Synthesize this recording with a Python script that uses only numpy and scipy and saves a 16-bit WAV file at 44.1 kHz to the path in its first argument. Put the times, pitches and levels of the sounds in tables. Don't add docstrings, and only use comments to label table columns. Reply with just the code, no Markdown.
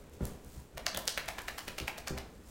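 import sys
import numpy as np
from scipy import signal
from scipy.fft import rfft, irfft, next_fast_len
from scipy.io import wavfile

SR = 44100
rng = np.random.default_rng(int(sys.argv[2]) if len(sys.argv) > 2 else 0)


def wrap_up_sound(samples):
    columns = np.atleast_2d(samples).T
    tamed = np.clip(columns, -1, 1)
    steps = np.round(tamed * 32767).astype(np.int16)
    wavfile.write(sys.argv[1], SR, steps)


N = 110250


def amp(db):
    return 10 ** (np.asarray(db) / 20)


def unit(x):
    return x / np.sqrt(np.sum(x ** 2) + 1e-20)


def read(points, hz):
    point_hz, value = np.transpose(points)
    return np.interp(np.log(hz + 1), np.log(point_hz + 1), value)


def add(mix, start_s, sound):
    part = mix[max(round(start_s * SR), 0):][:len(sound)]
    part += sound[:len(part)]


def tight_pulse(db_at, size=2048):
    hz = abs(np.fft.fftfreq(size, 1 / SR))
    log_gain = np.log(amp(np.maximum(db_at(hz), -90)))
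    spectrum = np.exp(np.conj(signal.hilbert(log_gain)))
    return unit(np.fft.ifft(spectrum).real[:size // 2])


def colour(x, eq):
    return signal.fftconvolve(x, tight_pulse(lambda hz: read(eq, hz), size=4096))[:len(x)]


def grains(size, spread_db):
    return rng.standard_normal(size) * amp(spread_db * np.minimum(rng.exponential(1, size), 4))


def swell(t, rise_s, fall_s):
    return np.exp(np.minimum(t / rise_s, -t / fall_s))


def bed(eq, fader, grain_db):
    level_db = np.interp(np.arange(N) / SR, *np.transpose(fader))
    return amp(level_db) * np.sqrt(N) * unit(colour(grains(N, grain_db), eq))


def rumble():
    # frequency in Hz, level in dB.
    eq = [(15, -1), (35, 2.5), (65, 4), (100, -5.5), (200, -3.5), (300, -7), (480, -7.5), (750, -18.5),
          (1500, -22), (4000, -31), (15500, -64)]
    # time in seconds, level in dB.
    fader = [(0, -53), (.18, -53), (.27, -45), (.39, -53), (.68, -56), (.85, -51.5), (1.5, -53),
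             (2.1, -52.5), (2.3, -53.5), (2.5, -54)]
    return bed(eq, fader, grain_db=-0.5)


def room(x):
    # frequency in Hz, seconds for the tail to fall 60 dB.
    decay_times = [(100, 0.16), (600, 0.53), (2000, 0.53), (4500, 0.41), (9000, 0.34), (16000, 0.25)]
    # frequency in Hz, level in dB.
    eq = [(60, -10), (300, -5.5), (900, -1.5), (2000, -5), (4200, -3), (8000, -5), (16000, -3)]
    furniture_db, early_db, wet_db = -6.5, 5, -1.5
    walls_s, early_fade_s = 0.013, 0.012
    t = np.arange(SR * 2 // 3) / SR
    echo_db = np.where(t < walls_s, furniture_db, early_db * np.exp((walls_s - t) / early_fade_s))
    echoes = grains(len(t), spread_db=4) * amp(echo_db) * (t > 0.001)
    hz, age_s, bands = signal.stft(echoes, SR, nperseg=256)
    decay = amp(-60 * age_s / read(decay_times, hz)[:, None])
    tail = unit(signal.istft(bands * decay, SR, nperseg=256)[1])
    size = next_fast_len(N + len(tail))
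    gain = amp(wet_db + read(eq, np.fft.rfftfreq(size, 1 / SR)))
    return irfft(rfft(x, size) * rfft(tail, size) * gain, size)[:N]


def moving_room(x, count=7, crossfade_s=0.005):
    place = np.arange(N) / SR / crossfade_s
    distances = [abs((place - k) % count - count / 2) for k in range(count)]
    return sum(room(x * np.cos(np.pi / 2 * np.minimum(away, 1))) for away in distances)


def coat_rustle():
    # frequency in Hz, level in dB.
    eq = [(200, -14), (700, -2.5), (2000, -4), (4000, -2.5), (7500, 1.5), (11000, -4), (15500, -4)]
    # time in seconds, level in dB.
    fader = [(0, -65), (.115, -71.5), (.135, -61.5), (.19, -67.5), (.26, -55.5), (.41, -67.5),
             (0.461, -63.5), (.55, -58.5), (.7, -69.5), (1.0, -67), (1.6, -58.5), (2.15, -70), (2.3, -67),
             (2.431, -67.5), (2.5, -58.5)]
    return bed(eq, fader, grain_db=5.0)


def crack(centre_hz, slope_db, low_share=0.41):
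    knee_octaves, low_cut_hz = 0.085, 446

    def shape(hz):
        octaves = np.log2((hz + 1) / centre_hz)
        bend = np.hypot(octaves, knee_octaves) - knee_octaves
        slope = slope_db * np.where(octaves < 0, low_share, 1)
        return -slope * bend - 10 * np.log10(1 + (low_cut_hz / (hz + 1)) ** 4)
    return tight_pulse(shape)


def ticks():
    # start in seconds, level in dB, centre in Hz.
    clicks = [(.097, -40, 9000), (0.2539, -17, 10400), (0.447, -34, 10500), (.603, -38, 7750),
              (1.055, -26, 9000), (1.259, -31, 9640), (1.419, -26.5, 9500), (1.653, -37, 9500),
              (1.8011, -16, 3150)]
    out = np.zeros(N)
    for start_s, db, hz in clicks:
        add(out, start_s, amp(db) * crack(hz, slope_db=8, low_share=0.76))
    return out


def paws():
    # start in seconds, thump, knock and pad levels in dB, pad decay in seconds.
    steps = [(0.2059, -3, -7.5, -9, 0.071), (0.316, -19, -21.5, -26.5, .03),
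             (0.451, -18, -37, -24.5, 0.033), (.557, -13, -33, -25, 0.024), (.742, -17, -24.5, -30, 0.044),
             (.945, -19.5, -23.5, -22, 0.048), (1.672, -28, -27, -15.5, 0.033),
             (1.803, -9.5, -16.5, -17.5, 0.022), (2.104, -11.5, -9.5, -11, 0.031),
             (2.150, -13, -21, -15.5, 0.037)]
    # pitch in Hz, level in dB, seconds to fall 60 dB.
    floor_modes = [(65.5, 2.5, 0.13), (126, -4, 0.14), (209.6, -12, 0.17)]
    knock_modes = [(137.5, 0.5, 0.19), (207, 2.5, 0.082), (315, -2.5, 0.062), (390.6, -3, 0.15),
                   (529, -3.5, 0.055), (796, -11.5, 0.044), (1394, -11.5, .04)]
    # frequency in Hz, level in dB.
    pad_eq = [(25, 12), (70, -6), (150, 1), (260, 0.5), (420, -6), (650, -10.5), (1400, -18), (3000, -28.5),
              (15000, -45)]
    weight_s, touch_s = 0.021, 0.0015
    out, t = np.zeros(N), np.arange(SR // 2) / SR

    def ring(modes):
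        return sum(amp(db - 60 * t / t60) * np.sin(2 * np.pi * hz * t) * (-1) ** k
                   for k, (hz, db, t60) in enumerate(modes))
    thump = unit(ring(floor_modes) * np.minimum(t / weight_s, 1) ** 2)
    touch = np.minimum(t / touch_s, 1)
    knock = unit(ring(knock_modes) * touch)
    for start_s, thump_db, knock_db, pad_db, decay_s in steps:
        pad = unit(colour(rng.standard_normal(len(t)) * touch * np.exp(-t / decay_s), pad_eq))
        add(out, start_s, amp(thump_db) * thump + amp(knock_db) * knock + amp(pad_db) * pad)
    return out


def smack(centre_hz, slope_db):
    smear_s, smear_db = 0.00057, -9.5
    t = np.arange(256) / SR
    smear = unit(rng.standard_normal(len(t)) * t * np.exp(-t / smear_s))
    landing = (t == 0) + amp(smear_db) * smear
    return unit(np.convolve(crack(centre_hz, slope_db), landing))


def ears():
    # time in seconds; crack level in dB, centre in Hz and slope in dB per octave;
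    # tip delay in seconds, level in dB and centre in Hz; patter level and treble gain in dB;
    # pop level in dB and centre in Hz.
    slaps = [(0.7746, -24, 1620, 5, .0054, -18, 2170, -19.5, -5, -17, 680),
             (.8657, -4, 5070, 19.5, .0016, -11, 1940, -12, 1, -13, 715),
             (0.9472, -16, 3520, 61, .0152, -19, 3240, -19, 8, -20.5, 590),
             (.9736, -9.5, 10600, 3.5, .0030, -21, 1980, -16.5, 5.5, -11.5, 657),
             (1.078, -3.5, 5650, 12.5, 0.0051, -8, 4440, -15, 8.5, -16, 560),
             (1.1764, -8.5, 2040, 11, .0053, -12, 2370, -11, 2.5, -16.5, 650),
             (1.2840, -16.5, 2300, 6.5, 0.0035, -12.5, 2180, -11.5, 0, -14, 717),
             (1.3843, -20, 1570, 6, .0065, -19.5, 2060, -11.5, -10, -21.5, 720),
             (1.4834, -17, 2090, 16, .0082, -30, 7000, -10, -0.5, -21.5, 620),
             (1.5830, -25, 1700, 18, .0085, -20.5, 5050, -14, 3.5, -28.5, 640),
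             (1.68, -19.5, 2420, 10.5, .0021, -18.5, 3000, -15.5, 4, -24.5, 546),
             (1.783, -19.5, 2040, 11, .0038, -17.5, 4200, -15.5, 5, -19.5, 660),
             (1.8797, -8.5, 2360, 35, .0016, -19, 2500, -12, 3, -15.5, 746),
             (1.98, -30, 2000, 17, .0070, -25, 5160, -26.5, 12.5, -20, 760),
             (2.0743, -17.5, 4900, 23, .0081, -15.5, 6850, -12, 2, -22, 574),
             (2.1778, -20, 2320, 13, 0.0075, -20.5, 4860, -19, 2, -18.5, 740)]
    # frequency in Hz, level in dB.
    patter_eq = [(150, -18), (400, -6), (1000, -3), (1600, 2), (2400, -0.5), (3800, -7), (6500, -10.5),
                 (10000, -14), (15500, -14.5)]
    out, t = np.zeros(N), np.arange(-0.06, 0.1, 1 / SR)
    skin_envelope = swell(t - 0.001, rise_s=0.0036, fall_s=0.005)
    fur_envelope = amp(-12) * swell(t - 0.0083, rise_s=0.007, fall_s=0.007)
    pop_envelope = swell(t - 0.00044, rise_s=0.0019, fall_s=0.0062)
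    highpass = signal.butter(1, 4000, "high", fs=SR, output="sos")
    for at_s, crack_db, hz, slope_db, tip_s, tip_db, tip_hz, patter_db, shelf_db, pop_db, pop_hz in slaps:
        add(out, at_s, amp(crack_db) * smack(hz, slope_db))
        add(out, at_s + tip_s, amp(tip_db) * smack(tip_hz, slope_db))
        contacts = grains(len(t), spread_db=7) * (skin_envelope + fur_envelope)
        patter = unit(colour(contacts, patter_eq))
        treble = signal.sosfilt(highpass, patter)
        add(out, at_s + t[0], amp(patter_db) * (patter + (amp(shelf_db) - 1) * treble))
        puff = rng.standard_normal(len(t)) * pop_envelope
        pop = unit(signal.fftconvolve(puff, crack(pop_hz, slope_db=24, low_share=0.77)))
        add(out, at_s + t[0], amp(pop_db) * pop)
    return out


def scene():
    head, feet = ears() + ticks(), paws()
    echoes = moving_room(head) + amp(3) * room(feet)
    return (head + feet + echoes + coat_rustle() + rumble())[None]


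def record(dry):
    lowpass = signal.firwin(401, 15950, window=("kaiser", 8), fs=SR)
    return signal.oaconvolve(dry, lowpass[None], "same")


dry = scene()
out = record(dry)
wrap_up_sound(out)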